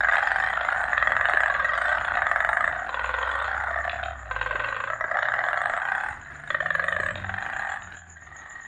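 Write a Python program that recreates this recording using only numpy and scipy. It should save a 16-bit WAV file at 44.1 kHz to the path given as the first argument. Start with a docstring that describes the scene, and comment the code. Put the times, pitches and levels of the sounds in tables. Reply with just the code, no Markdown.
"""Frogs rattle in overlapping calls at a pond by night: each knock is a few vocal pulses ringing in throat, sac and head,
thrown back by banks and walls. A crowd of farther frogs, built from the same knocks, rattles on behind them.
A bush cricket chirps above in swells of filtered noise and falling whistles; a few dull thumps are decaying sines.
Distant traffic drones below as sines over shaped noise, one engine pulling away; faint night hiss lies under it all."""
import sys
import numpy as np
from scipy import signal
from scipy.fft import rfft, irfft
from scipy.io import wavfile
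from scipy.ndimage import uniform_filter1d, map_coordinates

SR = 44100
rng = np.random.default_rng(int(sys.argv[2]) if len(sys.argv) > 2 else 0)


def bounce(signal):
    """Save signal as a 16-bit WAV file at the path given by the first command-line argument."""
    frames = np.transpose(np.atleast_2d(signal))
    limited = np.clip(frames, -1, 1)
    pcm = np.round(limited * 32767).astype(np.int16)
    wavfile.write(sys.argv[1], SR, pcm)


N = 382338

# cricket tempo: (time [s], chirps so far [count])
CHIRP_COUNT = [(.003, 0), (1.186, 9), (1.905, 15), (3.456, 27), (5.203, 41), (6.507, 51), (8.77, 68)]
# cricket loudness: (time [s], mean rasp level before the swell [dB], mean level of the last clear stroke [dB])
CRICKET_LEVELS = [(0, -65.5, -53), (4.5, -66, -56), (7.2, -64.5, -68), (7.6, -65, -47), (8.67, -76, -45.5)]
# two upper rings of a knock, mean level against it: (time [s], rasp before its band edges [dB], near 5 kHz [dB])
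UPPER_RING_LEVELS = [(0, -13.5, -40), (.3, -15.5, -25), (.6, -17, -40), (1.45, -12, -46.5),
                     (1.75, -16.5, -27), (2.1, -15, -45), (2.8, -18, -43), (3, -5.5, -44),
                     (3.6, -19.5, -38.5), (4.4, -7.5, -47), (4.85, -6.5, -48), (5.1, -55, -39.5),
                     (5.7, -13.5, -45), (6.1, -17.5, -37), (6.6, -14, -71), (7.5, -9, -43),
                     (8.67, -31, -57)]


def from_db(db):
    """Decibels to linear gain."""
    return 10 ** (np.asarray(db) / 20)


def rms_one(x):
    """Scales a sound to rms 1."""
    return x / np.sqrt(np.mean(x ** 2) + 1e-20)


def in_time(rows):
    """Draws straight lines through timed rows: one curve a column."""
    s, *columns = np.transpose(rows)
    return [np.interp(np.arange(N) / SR, s, c) for c in columns]


def drift(rate):
    """Slow smooth chance, spread about 1, with this many random points a second."""
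    knots = rng.standard_normal(int(N / SR * rate) + 3)
    return map_coordinates(knots, [np.arange(N) / SR * rate], order=3)


def chance(s, columns=1):
    """Random values of spread 1, one row for each event time."""
    return rng.standard_normal((len(s), columns))


def coloured(spectrum):
    """Noise shaped by (frequency [Hz], density [dB per Hz]) points; rms 1."""
    hz, db = np.transpose(spectrum)
    grid = np.fft.rfftfreq(N, 1 / SR) + 1
    gain = from_db(np.interp(np.log(grid), np.log(hz), db))
    return rms_one(irfft(rfft(rng.standard_normal(N)) * gain, N))


def band(x, low_hz, high_hz):
    """Steep band edges."""
    x = signal.sosfilt(signal.butter(6, low_hz, "high", fs=SR, output="sos"), x)
    return signal.sosfilt(signal.butter(8, high_hz, fs=SR, output="sos"), x)


def ring(t, hz, db, t60):
    """A mode struck at t = 0: a sine that loses 60 dB in t60 seconds."""
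    t = np.maximum(t, 0)
    return from_db(db - 60 * t / t60) * np.sin(2 * np.pi * hz * t)


def place(s, sounds):
    """Adds each row of sounds at its time."""
    out = np.zeros(N + sounds.shape[1])
    at = np.clip((s * SR).astype(int), 0, N - 1)
    np.add.at(out, at[:, None] + np.arange(sounds.shape[1]), sounds)
    return out[:N]


def pond(x, tail_db, t60, dip):
    """Sparse decaying echoes from reeds and banks, a share (dip) of their middle band lost."""
    first_echo_s = 0.0081
    ground_dip_hz = (950, 1530)  # paths low over the water lose this band
    t = np.arange(SR // 2) / SR
    hits = rng.standard_normal(len(t)) * (rng.random(len(t)) < .02)
    echoes = hits * from_db(-60 * t / t60) * (t > first_echo_s)
    response = from_db(tail_db) * echoes / np.sqrt(np.sum(echoes ** 2))
    middle = signal.lfilter(*signal.butter(1, ground_dip_hz, "band", fs=SR), response)
    response = response - np.clip(dip, 0, 1) * middle
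    response[0] = 1  # the direct sound
    return signal.fftconvolve(x, response)[..., :N]


def banks(x):
    """Adds a few separate echoes: near walls answer the near frogs."""
    # (delay [s], level against the direct sound [dB])
    wall_echoes = [(.0115, -16), (.0145, -19), (.0235, -18)]
    return x + sum(from_db(db) * np.pad(x, (int(s * SR), 0))[:N] for s, db in wall_echoes)


def air():
    """Shaped noise under the scene, its level flickering quickly by a few dB."""
    # (time [s], mean level [dB])
    hiss_level = [(0, -53), (7.5, -54), (8.1, -61), (8.67, -56.5)]
    # hiss colour: (frequency [Hz], relative density [dB per Hz])
    hiss_colour = [(300, 0), (500, -5.5), (2000, -1), (4000, -23), (6000, -29), (9000, -29), (11000, -38),
                   (14000, -42)]
    flicker_db = 3 * drift(19)
    return from_db(in_time(hiss_level)[0] + flicker_db) * coloured(hiss_colour)


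def leaving_engine():
    """An engine pulling away: two orders of one gliding firing rate, fading in and out."""
    # (time [s], firing rate [Hz], first order rms level [dB], second order rms level [dB])
    pull_away = [(2.8, 44, -84, -63.5), (4.4, 52.44, -62, -48.5), (5, 57.5, -61, -56),
                 (6.15, 67.9, -60, -64), (6.6, 76.7, -59, -48.5), (7, 88.7, -48, -51.5),
                 (7.35, 98.3, -39.5, -49), (7.5, 103.8, -68, -66.5), (8, 86.8, -51.5, -64),
                 (8.5, 69, -60, -66)]
    s = np.arange(N) / SR
    hz, first_db, second_db = in_time(pull_away)
    turn = 2 * np.pi * np.cumsum(hz) / SR
    fade_in = np.clip((s - pull_away[0][0]) / 0.37, 0, 1)
    fade_out = np.clip((pull_away[-1][0] - s) / 0.069, 0, 1)
    orders = from_db(first_db) * np.sin(turn) + from_db(second_db) * np.sin(2 * turn)
    return np.sqrt(2) * fade_in * fade_out * orders * from_db(1.8 * drift(8))


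def drone_engine():
    """A second, steadier engine: one throbbing low order that fades out."""
    # (time [s], pitch [Hz], mean rms level before the fade [dB])
    drone_course = [(0, 55.4, -49), (.7, 57.6, -49.5), (2.1, 59.7, -51), (2.7, 57.3, -54), (3.2, 62.9, -42),
                    (3.6, 68.6, -43.5), (4.15, 69.6, -40), (4.35, 51.5, -37.5), (4.9, 52.7, -42)]
    hz, db = in_time(drone_course)
    fade_out = np.clip((drone_course[-1][0] - np.arange(N) / SR) / 0.85, 0, 1)
    order = from_db(db) * np.sin(2 * np.pi * np.cumsum(hz) / SR)
    return np.sqrt(2) * order * fade_out * from_db(2.5 * drift(8.5))


def traffic():
    """Two engines as throbbing low orders, over road rumble of wavering low noise."""
    # road rumble: (time [s], mean level [dB])
    rumble_level = [(0, -52), (2.5, -53), (4.4, -55), (5.5, -57), (6.8, -51.5), (7.3, -47), (8, -59.5),
                    (8.67, -59)]
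    # rumble colour: (frequency [Hz], relative density [dB per Hz])
    rumble_colour = [(15, -33), (25, 3.5), (81, 14.5), (120, 8.5), (184, 1.5), (394, -7), (450, -75),
                     (580, -71.5), (990, -120)]
    rumble = from_db(in_time(rumble_level)[0] + 2.6 * drift(6.2)) * coloured(rumble_colour)
    return leaving_engine() + drone_engine() + rumble


def strokes():
    """Three clear wing strokes a chirp, each a falling whistle, on average louder than the last."""
    start_hz, end_hz, length_s = 7510, 6500, .011
    grows_db, loudest_at = 8, -0.062  # growth per stroke; place of the loudest, in chirps
    when, chirps = np.transpose(CHIRP_COUNT)
    k, before = np.divmod(np.arange(3, 3 * chirps[-1]), 3)  # chirp number; strokes ahead of the loudest
    s = np.interp(k + loudest_at - before / 7.0, chirps, when) + 0.00065 * chance(k)[:, 0]
    last_db = np.interp(s, *np.transpose(CRICKET_LEVELS)[::2])
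    db = last_db - grows_db * before + 4.0 * chance(k)[:, 0]
    u = np.linspace(0, 1, int(length_s * SR))
    hz = (start_hz + (end_hz - start_hz) * u) * (1 + 0.017 * chance(k))
    whistle = np.sin(2 * np.pi * np.cumsum(hz, axis=1) / SR)
    return place(s, from_db(db)[:, None] * np.sin(np.pi * u) * whistle)


def cricket():
    """Each chirp is a swell of wing strokes: noise rasps the wing's resonance, clear strokes echo."""
    chirp = (in_time(CHIRP_COUNT)[0] + .5) % 1  # place in the chirp, 0 to 1
    swell_db = np.interp(chirp, [0, .2, .42, .62, 1], [-20.5, 1.0, 5.0, -0.5, -2.5])
    throb_db = 4.8 * np.cos(2 * np.pi * 7 * (chirp - .42))  # seven beats a chirp
    wing = signal.butter(2, [6600, 7350], "band", fs=SR, output="sos")
    rasp = rms_one(signal.sosfilt(wing, signal.sosfilt(wing, rng.standard_normal(N))))
    rasp_db = in_time(CRICKET_LEVELS)[0] + swell_db + throb_db + 2.3 * drift(23)
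    return rasp * from_db(rasp_db) + pond(strokes(), tail_db=0.5, t60=0.17, dip=0)


def thumps():
    """Short dull low knocks: a decaying sine with a soft start."""
    # (time [s], level of the ring at its strike [dB])
    thump_hits = [(1.341, -27), (4.549, -28), (4.592, -34), (5.045, -31.5), (6.999, -25.5)]
    s, db = np.transpose(thump_hits)
    t = np.arange(2200) / SR
    soft_start = 1 - np.exp(-(t / 0.00063) ** 2)
    return place(s, ring(t, 396, db[:, None], t60=0.026) * soft_start)


def calls():
    """Spells the near calls out as knocks in time order, one column per property of time, level and voice."""
    # runs of knocks whose gaps glide: (first knock [s], last knock [s], knocks [count], first gap [ms],
    #  last gap [ms], doubling delay [ms], single if 10 or less, first level [dB], last level [dB],
    #  sac first [Hz], sac last [Hz], throat [Hz], first sac level [dB], first sac overtone level [dB],
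    #  head rings level [dB], first squeak [Hz], first squeak level [dB],
    #  loudest pulse of a knock [index], fall per pulse after it [dB])
    near_calls = [(.006, 0.1835, 6, 40.9, 23.6, 0, -8.5, -6.5, 727, 734, 1683, -33, -26, -23, 8940, -44, 0.04, 5.3),
                  (0.2286, 0.4734, 7, 45.3, 32.5, 0, -8.5, -11, 803, 788, 1830, -25, 5.5, -22.5, 9110, -35.5, 0.095, 3.3),
                  (0.532, 0.835, 10, 42.35, 25.6, 0, -17, -19, 716, 780, 1730, -19, 16, -24, 9600, -40.5, 0.35, 5.1),
                  (0.933, 1.4607, 14, 46.27, 23, 0, -6, -7.5, 606, 783, 1690, -24, -17, -22, 10030, -51, 0.28, 9.8),
                  (1.501, 1.926, 11, 50.7, 32.6, 1, -12, -12, 559, 780, 1610, -28.5, -32, -22, 9680, -40.5, 0.39, 1.75),
                  (1.974, 2.141, 6, 40.06, 27.5, 0, -13.5, -16.5, 800, 855, 1490, -34, 17, -23.5, 9330, -37, 0.6, 5.9),
                  (2.1733, 2.678, 13, 48.43, 32.6, 2, -6.5, -10, 742, 681, 1714, -24.5, -23, -25.5, 9920, -46.5, 0.3, 5.2),
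                  (2.694, 2.866, 7, 36.84, 19, 0, -18.5, -26.5, 727, 736, 1620, -9.5, 8, -25, 9350, -45, 0.41, 4.2),
                  (2.894, 3.424, 13, 51.05, 31.8, 2, -13.5, -18, 523, 540, 1460, -18, 7, -18, 9960, -48.5, 0.41, 3.6),
                  (3.482, 3.639, 6, 33.93, 27.3, 0, -17, -18.5, 802, 838, 1530, -10.5, 16, -22.5, 9460, -38, 0.31, 7.4),
                  (3.684, 3.932, 4, 62.5, 68, 28, -15, -19, 703, 718, 1780, -8.5, 1.5, -25, 8530, -38.5, 0.26, 6.7),
                  (3.9985, 4.1324, 6, 36.47, 24, 0, -17.5, -35, 748, 707, 1790, -6, 20, -20.5, 8200, -58, 0.59, 5.9),
                  (4.313, 4.875, 14, 52.04, 33.7, -3, -13, -18.5, 524, 540, 1516, -15, 4.5, -19.5, 9640, -52, .3, 2.95),
                  (4.903, 5.114, 3, 117.6, 108, 32, -10.5, -13.5, 644, 663, 1685, -15, -1, -31, 8800, -65, 0.34, 5.5),
                  (5.1717, 5.738, 13, 60.68, 39, 0, -8.5, -10.5, 730, 740, 1686, -18.5, 0.5, -20.5, 10280, -54, 0.22, 9.7),
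                  (5.8192, 6.13, 12, 35.2, 19.6, -2, -13, -21.5, 818, 873, 1532, -21, -3, -26, 9300, -38.5, 0.17, 2.2),
                  (6.225, 6.476, 7, 47.1, 37, 0, -31.5, -27.5, 711, 720, 1684, -30, -5, -22.5, 9300, -32, 0.19, 1.8),
                  (6.5072, 6.607, 3, 37.8, 70, 0, -9, -12.5, 599, 591, 1590, -13.5, -33, -18.5, 9840, -59, 1.8, 16),
                  (6.663, 7.11, 13, 45.1, 17.3, -13, -10, -16.5, 589.5, 596.5, 1674, -14, -38, -19.5, 9500, -40.5, 1.72, 13),
                  (7.2456, 7.761, 17, 50.94, 19.6, 9, -16.5, -21.5, 794, 830, 1800, -17.5, 11, -21, 10200, -47.5, 0.31, 3.9),
                  (7.848, 7.978, 5, 36.3, 25.4, 0, -35.5, -37, 733, 758, 1680, -26, 7, -22.5, 8450, -48, 1.42, 2.2),
                  (8.17, 8.588, 12, 54.6, 25, 0, -35, -41, 707, 850, 1890, -27, -29, -19, 9520, -43, 1.32, 2.9)]
    # knocks of other near frogs in a like voice: (time [s], level [dB])
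    loose_knocks = [(0.036, -10.5), (0.097, -11), (0.135, -10), (0.144, -11), (0.236, -17), (0.502, -16),
                    (0.689, -10.5), (0.728, -12.5), (0.841, -19), (0.881, -28), (0.904, -22),
                    (1.481, -13.5), (1.524, -19), (1.953, -19.5), (2.954, -24), (3.035, -25), (3.074, -26),
                    (3.113, -23), (3.149, -19.5), (3.216, -19.5), (3.292, -20), (5.19, -12), (5.257, -15.5),
                    (5.767, -16.5), (5.777, -11), (8.123, -51), (8.648, -51)]
    first_knock_db, second_knock_db = -1.5, -0.8  # a call starts soft; the second of a pair
    sac_fills_db, overtone_grows_db = 5.5, -7  # over a call
    squeak_sinks_hz_per_s, squeak_grows_db_per_s = 4270, 41.5
    rows = []
    for (start, end, knocks, first_ms, last_ms, double_ms, first_db, last_db,
         sac_hz, sac_end_hz, throat_hz, sac_db, overtone_db, head_db,
         squeak_hz, squeak_db, loudest, fall_db) in near_calls:
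        u = np.linspace(0, 1, round(knocks))  # place in the call
        bend = (len(u) - 1) * u * (1 - u) * (first_ms * (1 - u) - last_ms * u) / 1000
        s = start + (end - start) * u ** 2 * (3 - 2 * u) + bend
        db = first_db + (last_db - first_db) * u ** 2 + first_knock_db * (u == 0)
        voice = [loudest, fall_db, sac_hz + (sac_end_hz - sac_hz) * u, throat_hz,
                 sac_db + sac_fills_db * u, overtone_db + overtone_grows_db * u, head_db,
                 squeak_hz - squeak_sinks_hz_per_s * (s - start),
                 squeak_db + squeak_grows_db_per_s * (s - start)]
        rows += list(zip(*np.broadcast_arrays(s, db, *voice)))
        if double_ms > 10:
            seconds = np.broadcast_arrays(s + double_ms / 1000, db + second_knock_db, *voice)
            rows += list(zip(*seconds))
    rows.sort()
    # a loose knock borrows the voice of the call knock before it
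    leaders = np.searchsorted([row[0] for row in rows], np.array(loose_knocks)[:, 0]) - 1
    rows += [(s, db, *rows[k][2:]) for (s, db), k in zip(loose_knocks, leaders)]
    return np.transpose(sorted(rows))


def squeak(hz, db, t60=.022):
    """A short high blip: a decaying sine with a soft start."""
    t = np.arange(900) / SR
    return ring(t, hz, db, t60) * (1 - np.exp(-(t / .0015) ** 2))


def high_ring(s, spread, scatter_db):
    """The ring near 5 kHz on each knock, its pitch and level scattered."""
    when, _, high_db = np.transpose(UPPER_RING_LEVELS)
    db = np.interp(s, when, high_db)[:, None] + scatter_db * chance(s)
    return squeak(4950 * (1 + spread * chance(s)), db, t60=0.019)


KNOCK_LEAD_S = .006  # room for the pulses ahead of the loudest


def vocal_pulses(s, sac_hz, loudest, fall_db, scatter_db):
    """Eight impulses a knock, about one sac period apart, rising to the loudest and falling after it."""
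    count, rise_db, jitter = 8, 2, .035  # pulses; rise per pulse; share of a sac period
    k = np.arange(count) - np.clip(loudest, 0, 3)
    lags = np.maximum(KNOCK_LEAD_S + (k + jitter * chance(s, count)) / sac_hz, 0)
    shape_db = np.minimum(rise_db * k, -np.abs(fall_db) * k)
    pulses = np.zeros((len(s), 1400))
    at = (np.arange(len(s))[:, None], (lags * SR).astype(int))
    np.add.at(pulses, at, from_db(shape_db + scatter_db * chance(s, count)))
    return pulses


def knock(s, spread, scatter_db, size):
    """Vocal pulses ring throat (peak 1), sac and head in the leading near frog's voice; one row a knock."""
    # broad rings beside the throat: (mean pitch [Hz], relative level [dB], t60 [s])
    mouth_modes = [(1200, -14, 0.05), (1301, -12.5, 0.044), (1878, -2.5, 0.027)]
    # rings of a frog's head: (mean pitch [Hz], relative level [dB], t60 [s])
    head_modes = [(3080, -4.5, 0.02), (3588, -6, 0.022), (3987, -8.5, 0.017)]
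    # gain of the two mouth rings near 1.25 kHz: (time [s], gain [dB])
    low_mouth_gain = [(0, -3.5), (1.5, -3), (2.8, 1.2), (3, -10), (3.7, .1), (4.4, -7.5), (4.95, -0.5),
                      (5.8, 0.5), (6.5, -11.5), (7.2, -9), (8.3, 13)]
    faint_db = -22  # below this level a call is far
    narrowing, blurring = .9, .65  # dB per dB below it: side rings weaken, the throat ring lengthens
    mouth_spread, head_spread, ring_scatter_db = .03, .07, 3  # shares of pitch; level, knock to knock

    start, *voice, _, _ = calls()
    leader = np.maximum(np.searchsorted(start, s, "right") - 1, 0)
    voice = [column[leader, None] for column in voice]
    db, loudest, fall_db, sac_hz, throat_hz, sac_db, overtone_db, head_db = voice
    sac_hz = sac_hz / size * (1 + spread * chance(s))
    throat_hz = throat_hz * (1 + spread * chance(s))
    t = np.arange(2200) / SR

    def side_rings(modes, pitch_spread):
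        """Rings of the modes, pitch and level scattered from knock to knock."""
        return [ring(t, hz * (1 + pitch_spread * chance(s)), level + ring_scatter_db * chance(s), t60)
                for hz, level, t60 in modes]

    mouth = side_rings(mouth_modes, mouth_spread)
    low_mouth = from_db(np.interp(s, *np.transpose(low_mouth_gain)))[:, None] * (mouth[0] + mouth[1])
    sides = from_db(narrowing * np.minimum(db - faint_db, 0)) * (low_mouth + mouth[2])
    main = ring(t, throat_hz, 0, 0.019 * from_db(blurring * np.maximum(faint_db - db, 0)))
    overtone = ring(t, 2 * sac_hz, overtone_db, 0.0048)
    throat = band(main + overtone + sides, 597, 1867)
    sac = band(ring(t, sac_hz, sac_db, 0.026) * np.linspace(1, 0, len(t)), 636, 1420)
    rasp_db = np.interp(s, *np.transpose(UPPER_RING_LEVELS)[:2])[:, None]
    rasp_db = rasp_db + ring_scatter_db / 2 * chance(s)
    rasp = band(ring(t, 2500 * (1 + mouth_spread * chance(s)), rasp_db, .008), 2693, 3460)
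    head = rasp + from_db(head_db) * band(sum(side_rings(head_modes, head_spread)), 2870, 3744)

    pulses = vocal_pulses(s, sac_hz, loudest, fall_db, scatter_db)
    parts = np.array([throat, sac, head])
    throat, sac, head = signal.fftconvolve(parts, pulses[None], axes=2)[..., :len(t)]
    return throat / np.abs(throat).max(axis=1, keepdims=True), sac, head


def evened(x):
    """Divides by the slow level, so the sound stays near rms 1."""
    return x / np.sqrt(uniform_filter1d(x ** 2, SR // 3) + 1e-12)


def far_frogs(count=4):
    """Several frogs, each with its own rate, sac size and drifting effort, rattle around the leader's pitch."""
    throats, sacs = 0, 0
    for size in np.linspace(.86, 1.16, count):
        knocks_per_s = rng.uniform(21, 31) * from_db(.8 * drift(1.5))
        beats = np.cumsum(knocks_per_s) / SR + rng.random()
        at = np.flatnonzero(np.diff(np.floor(beats)))
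        s = at / SR
        throat, sac, head = knock(s, spread=0.028, scatter_db=9.5, size=size)
        effort = from_db(4 * drift(3))[at, None]
        along = beats[at, None] / 14 % 1  # place in a call of 14 knocks
        squeak_hz = (9900 - 2300 * along) * (1 + .02 * chance(s))
        blips = squeak(squeak_hz, -50 + 6 * along + 5 * chance(s))
        blips = blips + high_ring(s, spread=0.12, scatter_db=4)
        throats = throats + place(s - KNOCK_LEAD_S, effort * (throat + from_db(-9) * head))
        throats = throats + place(s, effort * blips)
        sacs = sacs + place(s - KNOCK_LEAD_S, effort * sac)
    return evened(throats), evened(sacs)


def crowd():
    """The farther frogs, throats and sacs each riding their own level, with echoes."""
    # before the 3 dB lift and the echoes: (time [s], throat level [dB], sac level [dB])
    crowd_levels = [(0, -31.5, -34), (.5, -32.5, -51), (.85, -32.5, -41), (1.5, -33, -40.5),
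                    (2.7, -34, -42), (2.85, -39.5, -58), (3.3, -33.5, -46), (3.8, -34.5, -60),
                    (4.2, -47.5, -56), (4.6, -36.5, -43.5), (4.97, -43.5, -60.5), (5.2, -32, -35.5),
                    (6.05, -39, -49.5), (6.22, -49.5, -78), (6.47, -49, -57), (6.8, -40.5, -39.5),
                    (7.18, -44, -53.5), (7.7, -38, -66), (8.1, -58.5, -63.5), (8.45, -46, -73)]
    throat_db, sac_db = in_time(crowd_levels)
    throats, sacs = far_frogs()
    mix = from_db(throat_db) * throats + from_db(sac_db) * sacs
    return from_db(3) * pond(mix, tail_db=-3, t60=.3, dip=0.16)


def near_frogs():
    """Each knock carries a tick near 7 kHz, a ring near 5 kHz and a squeak that sinks and grows through the call."""
    s, db, *_, squeak_hz, squeak_db = calls()
    throat, sac, head = knock(s, spread=0.008, scatter_db=1.8, size=1)
    tick = squeak(7300 * (1 + 0.026 * chance(s)), -41 + 4 * chance(s))
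    thin_squeak = squeak(squeak_hz[:, None] * (1 + 0.032 * chance(s)),
                         squeak_db[:, None] + 3.7 * chance(s))
    blips = tick + thin_squeak + high_ring(s, spread=0.1, scatter_db=5.4)
    gain = from_db(db[:, None] + 0.27 * chance(s))  # slightly uneven knocks
    knocks = place(s - KNOCK_LEAD_S - .0015, gain * (throat + sac + head))
    return knocks + place(s - .002, gain * blips)


def scene():
    """Mixes hiss, traffic, cricket, thumps and the far and near frogs to one channel."""
    frogs = pond(banks(near_frogs()), tail_db=-10.5, t60=0.3, dip=0.33)
    return (air() + traffic() + cricket() + thumps() + crowd() + frogs)[None]


def record(dry):
    """Cuts the top steeply: 70 dB down from 13.7 kHz up."""
    return signal.sosfilt(signal.cheby2(12, 70, 13700, fs=SR, output="sos"), dry)


dry = scene()
out = record(dry)
bounce(out)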